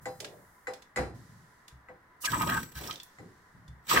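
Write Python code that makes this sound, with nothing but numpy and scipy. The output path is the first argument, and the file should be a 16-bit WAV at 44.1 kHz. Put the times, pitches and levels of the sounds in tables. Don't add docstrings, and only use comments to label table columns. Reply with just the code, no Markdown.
import sys
import numpy as np
from scipy import signal
from scipy.fft import rfft, irfft
from scipy.io import wavfile

SR = 44100
rng = np.random.default_rng(int(sys.argv[2]) if len(sys.argv) > 2 else 0)


def inscribe(sig):
    pcm = np.round(np.clip(np.atleast_2d(sig).T, -1, 1) * 32767)
    wavfile.write(sys.argv[1], SR, pcm.astype(np.int16))


N = 176400
T = np.arange(N) / SR
HZ = np.fft.rfftfreq(N, 1 / SR) + 1

# start_s, length_s, level_db, pocket_from_hz, pocket_to_hz
WATER_SLUGS = [(2.241, 0.016, -39.5, 2890, 2190), (2.275, 0.075, -43, 1630, 1580),
               (2.333, 0.029, -30.5, 1300, 905), (2.397, 0.036, -31.5, 1003, 1230),
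               (2.471, 0.025, -31.5, 880, 1620), (2.493, 0.078, -32.5, 1630, 1540),
               (2.755, 0.085, -56, 1604, 1493), (2.874, 0.024, -49, 806, 1250),
               (3.912, 0.018, -29.5, 1100, 1090), (3.961, 0.016, -20.5, 2100, 1670),
               (3.992, .03, -31, 1090, 1000)]
# start_s, length_s, hiss_db, churn_db, whistle_re_hiss_db, crackle_depth_db
PIPE_SPURTS = [(2.252, .32, -39.5, -36, -9, 14), (2.76, 0.12, -45, -49.5, -17, 3.5),
               (3.894, 0.03, -28.5, -24.5, -10.5, 6)]
# pitch_hz, width_hz, gain_db
PIPE_WHISTLES = [(5870, 230, -10), (7780, 300, 1.5), (13550, 450, -1.5)]
# frequency_hz, gain_db
SPLASH_SPECTRUM = [(330, -14.5), (850, -2), (1200, 11.5), (1880, -4.5), (2700, -1.5), (9000, -39)]
HISS_SPECTRUM = [(900, -5), (2600, -4), (5500, -7.5), (9000, -13.5), (15000, -5.5)]
CHURN_SPECTRUM = [(30, -42), (63, -7), (148, -1), (330, -8.5), (800, -32)]
# start_s, length_s, level_db, centre_hz
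MOUTH_PUFFS = [(0, 1, -62, 10300), (1.13, 0.74, -65.5, 5500), (2.2, 0.14, -39.5, 10600),
               (2.239, 0.035, -19, 4440), (2.79, 0.23, -45.5, 415), (3.05, 0.84, -68.5, 4900),
               (3.876, 0.27, -30, 2620), (3.922, 0.15, -29, 370)]
# start_s, level_db, pitch_hz
WATER_DROPS = [(2.802, -48, 4040), (2.839, -39, 3480), (2.874, -37, 5390), (2.909, -29, 3180),
               (2.927, -42, 5990), (2.957, -39, 3580), (3.0, -38, 3440)]
# start_s, boom_db, body_db, clack_db, ring_db
JAR_KNOCKS = [(0.056, -58, -34, -36.5, -47), (0.67, -50.5, -37, -32.5, -49), (0.960, -35, -33, -31.5, -40),
              (0.973, -34.5, -33.5, -27, -52), (1.886, -54.5, -49, -45.5, -72.5),
              (3.185, -42, -54, -49, -65)]
# low_hz, high_hz, rise_s, hard_rattle_t60_s, mode_share
KNOCK_PARTS = [(69, 406, 0.021, 0.56, 0.65), (295, 900, 0.016, 0.37, 0.61), (910, 2160, 0.00067, 0.32, 0.9),
               (2500, 10300, 0.00085, 0.32, 0.61)]
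# pitch_hz, gain_db, t60_s
JAR_MODES = [(507, 6.5, 0.18), (789, 1, 0.26), (1556, 4, 0.042), (1988, 8, 0.066), (4090, -3, 0.33),
             (4974, -4.5, 0.37), (6880, 1.5, 0.12), (7590, 3.5, 0.11)]
# start_s, level_db, centre_hz
GLASS_TICKS = [(0.201, -36.5, 4760), (0.244, -37, 3080), (0.734, -45, 4200), (0.82, -52, 3570),
               (1.679, -49, 4970), (3.03, -46, 12400), (3.678, -57.5, 4560)]
# start_s, level_db
HAND_BUMPS = [(0.983, -33.5), (1.723, -49), (2.75, -40), (3.679, -43)]
# start_s, length_s, level_db, centre_hz
GRIP_RUBS = [(0, 0.6, -53, 122), (0.19, 0.28, -47, 462), (1.101, 0.48, -51, 131.4),
             (3.528, 0.36, -54.5, 132)]
# frequency_hz, gain_db
ROOM_SPECTRUM = [(30, -3), (70, 0.5), (550, -8), (1000, -3.5), (1950, -2), (2450, -21), (7650, -29),
                 (15500, -30.5)]
# frequency_hz, left_minus_right_db
MIC_BALANCE = [(800, 2), (2700, -1.5), (6400, -6), (10000, -1)]

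MICS_APART_HZ = 880


def gurgle():
    powers = np.array([amp(db) * surge(start, length, rise=0.012, t60=0.077)
                       for start, length, db, _, _ in WATER_SLUGS]) ** 2 + 1e-30
    glides = [np.interp(T, [start, start + length], [from_hz, to_hz])
              for start, length, _, from_hz, to_hz in WATER_SLUGS]
    pocket_hz = np.average(glides, axis=0, weights=powers)
    bursts = flutter(rate_hz=120, depth_db=5)
    pocket = resonate(white() * bursts, pocket_hz, width_hz=210)
    splash = shaped(white() * bursts, amp(curve(SPLASH_SPECTRUM)))
    return np.sqrt(powers.sum(0)) * (pocket + amp(-4) * splash + amp(-3) * bubbles())


def bubbles(sizes=24, per_s=450, decay_cycles=8, glide=.05):
    out = np.zeros(N)
    for hz in np.geomspace(560, 1750, sizes):
        age = hz * T[:SR // 20] / decay_cycles
        ring = np.sin(2 * np.pi * decay_cycles * age * (1 + glide * age)) * np.exp(-age)
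        births = white() * (rng.random(N) < per_s / sizes / SR)
        out += signal.oaconvolve(births, ring)[:N]
    return unit_rms(out)


def hiss():
    gusts = flutter(rate_hz=45, depth_db=2)
    bend = gusts ** 0.022
    whistles = gusts * sum(amp(db) * resonate(white(), hz * bend, width)
                           for hz, width, db in PIPE_WHISTLES)
    out = np.zeros(N)
    for start, length, db, _, whistle_db, crackle_db in PIPE_SPURTS:
        spray = shaped(white() * flutter(rate_hz=170, depth_db=crackle_db), amp(curve(HISS_SPECTRUM)))
        level = amp(db) * surge(start, length, rise=0.0245, t60=0.41)
        out += level * (spray + amp(whistle_db) * whistles)
    return out


def churn(lag_s=0.076):
    level = sum(amp(db) * surge(start + lag_s, length - lag_s, rise=0.049, t60=0.4)
                for start, length, _, db, _, _ in PIPE_SPURTS)
    return level * shaped(stereo_noise(), amp(curve(CHURN_SPECTRUM)))


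def drops():
    out = np.zeros((2, N))
    for start, db, hz in WATER_DROPS:
        slap = amp(-3) * noise_band(hz, octaves=.7)
        add(out, start, amp(db) * (tone(hz) + slap) * strike(T, rise=0.001, t60=0.027))
    return out


def knocks(hard_boom_db=-33.5, trim_db=0.5):
    out, t = np.zeros((2, N)), T[:SR // 2]
    for part, (low, high, rise, t60, mode_share) in enumerate(KNOCK_PARTS):
        pipework = shaped(stereo_noise(), 1 / (1 + (low / HZ) ** 6) / (1 + (HZ / high) ** 6))
        modes = [mode for mode in JAR_MODES if low < mode[0] < high]
        for start, *levels_db in JAR_KNOCKS:
            ring = glass_ring(t, modes, rise)
            stretch = amp(.17 * (levels_db[0] - hard_boom_db))
            rattle = np.roll(pipework, rng.integers(N), 1)[:, :len(t)] * strike(t, rise, t60 * stretch)
            knock = np.sqrt(mode_share) * ring + np.sqrt(1 - mode_share) * rattle
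            add(out, start, amp(levels_db[part] + trim_db) * knock)
    return out


def glass_ring(t, modes, rise):
    total_rms = np.sqrt(sum(amp(db) ** 2 for _, db, _ in modes) / 2)
    out = np.zeros((2, len(t)))
    for hz, db, t60 in modes:
        cycles = hz * t + rng.random()
        mic_offset = rng.random((2, 1)) * min(hz / MICS_APART_HZ / 2, 1)
        out += amp(db) / total_rms * strike(t, rise, t60) * np.sin(2 * np.pi * (cycles + mic_offset))
    return out


def ticks(octaves=0.92):
    out = np.zeros((2, N))
    ping = amp(-54.5) * tone(hz=3500) * strike(T, rise=0.003, t60=0.035)
    for start, db, hz in GLASS_TICKS:
        crack = noise_band(hz, octaves) + .5 * noise_band(hz / 2, octaves)
        add(out, start, amp(db) * crack * strike(T, rise=0.0034, t60=0.041) + ping)
    return out


def handling(bump_hz=65.2):
    out = swishes(GRIP_RUBS, octaves=0.56)
    for start, db in HAND_BUMPS:
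        thud = tone(bump_hz) + .5 * noise_band(2 * bump_hz, octaves=0.27)
        add(out, start, amp(db) * thud * strike(T, rise=0.016, t60=0.38))
    return out


def room_tone():
    rush = amp(-61.5) * shaped(stereo_noise(), amp(curve(ROOM_SPECTRUM)))
    return rush + amp(-71) * resonate(stereo_noise(), hz=1004, width_hz=45)


def room(x, wet_db):
    return x + amp(wet_db) * echoes(x, t60=.24)


def echoes(x, t60):
    tail = (stereo_noise() * strike(T, 1 / SR, t60))[:, :SR // 2]
    return signal.fftconvolve(np.atleast_2d(x), tail / np.linalg.norm(tail[0]), axes=1)[:, :N]


def swishes(rows, octaves):
    out = np.zeros((2, N))
    for start, length, db, hz in rows:
        envelope = np.minimum(T / 0.022, 1) ** 2 * np.clip(1 - T / length, 0, 1)
        add(out, start, amp(db) * noise_band(hz, octaves) * envelope)
    return out


def stereo_noise():
    a, b = rfft(rng.standard_normal((2, N)))
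    coherence = 0.94 / (1 + (HZ / MICS_APART_HZ) ** 2)
    mid, side = a * np.sqrt(1 + coherence), b * np.sqrt(1 - coherence)
    return unit_rms(irfft([mid + side, mid - side], N))


def white():
    return rng.standard_normal(N)


def tone(hz):
    return np.sin(2 * np.pi * hz * T)


def noise_band(hz, octaves):
    return shaped(stereo_noise(), np.exp(-.5 * (np.log2(HZ / hz) / octaves) ** 2))


def flutter(rate_hz, depth_db):
    wander = shaped(white(), np.exp(-(HZ / rate_hz) ** 2))
    return unit_rms(amp(depth_db * np.minimum(wander, 2)))


def resonate(x, hz, width_hz):
    carrier = np.exp(2j * np.pi * np.cumsum(hz * np.ones(N)) / SR)
    pole = np.exp(-np.pi * width_hz / SR)
    return unit_rms((carrier * signal.lfilter([1], [1, -2 * pole, pole * pole], x / carrier)).real)


def strike(t, rise, t60):
    return np.minimum(t / rise, 1) * np.exp(-np.log(1000) * np.maximum(t - rise, 0) / t60)


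def surge(start, length, rise, t60):
    swell = 10 ** (np.minimum(T - start, 0) / rise)
    return swell * np.exp(-np.log(1000) * np.maximum(T - start - length, 0) / t60)


def curve(points):
    hz, value = np.transpose(points)
    return np.interp(np.log(HZ), np.log(hz), value)


def shaped(x, gain):
    return unit_rms(irfft(rfft(x) * gain, N))


def unit_rms(x):
    return x / np.sqrt(np.mean(x ** 2) + 1e-20)


def amp(db):
    return 10 ** (np.asarray(db) / 20)


def add(mix, start_s, sound):
    part = mix[:, max(round(start_s * SR), 0):][:, :sound.shape[1]]
    part += sound[:, :part.shape[1]]


def scene():
    in_jar = echoes(gurgle() + hiss(), t60=.045)
    at_jar = room(in_jar, wet_db=-10.5) + swishes(MOUTH_PUFFS, octaves=0.98)
    at_jar += room(ticks() + drops(), wet_db=-5)
    mic_gains = amp(curve(MIC_BALANCE) * np.array([[.5], [-.5]]))
    at_mics = irfft(rfft(at_jar) * mic_gains, N)
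    return at_mics + churn() + room(knocks(), wet_db=-9) + handling() + room_tone()


def record(dry):
    lowpass = signal.firwin(511, 15900, window=("kaiser", 9), fs=SR)
    return signal.oaconvolve(dry, lowpass[None], "same")


dry = scene()
out = record(dry)
inscribe(out)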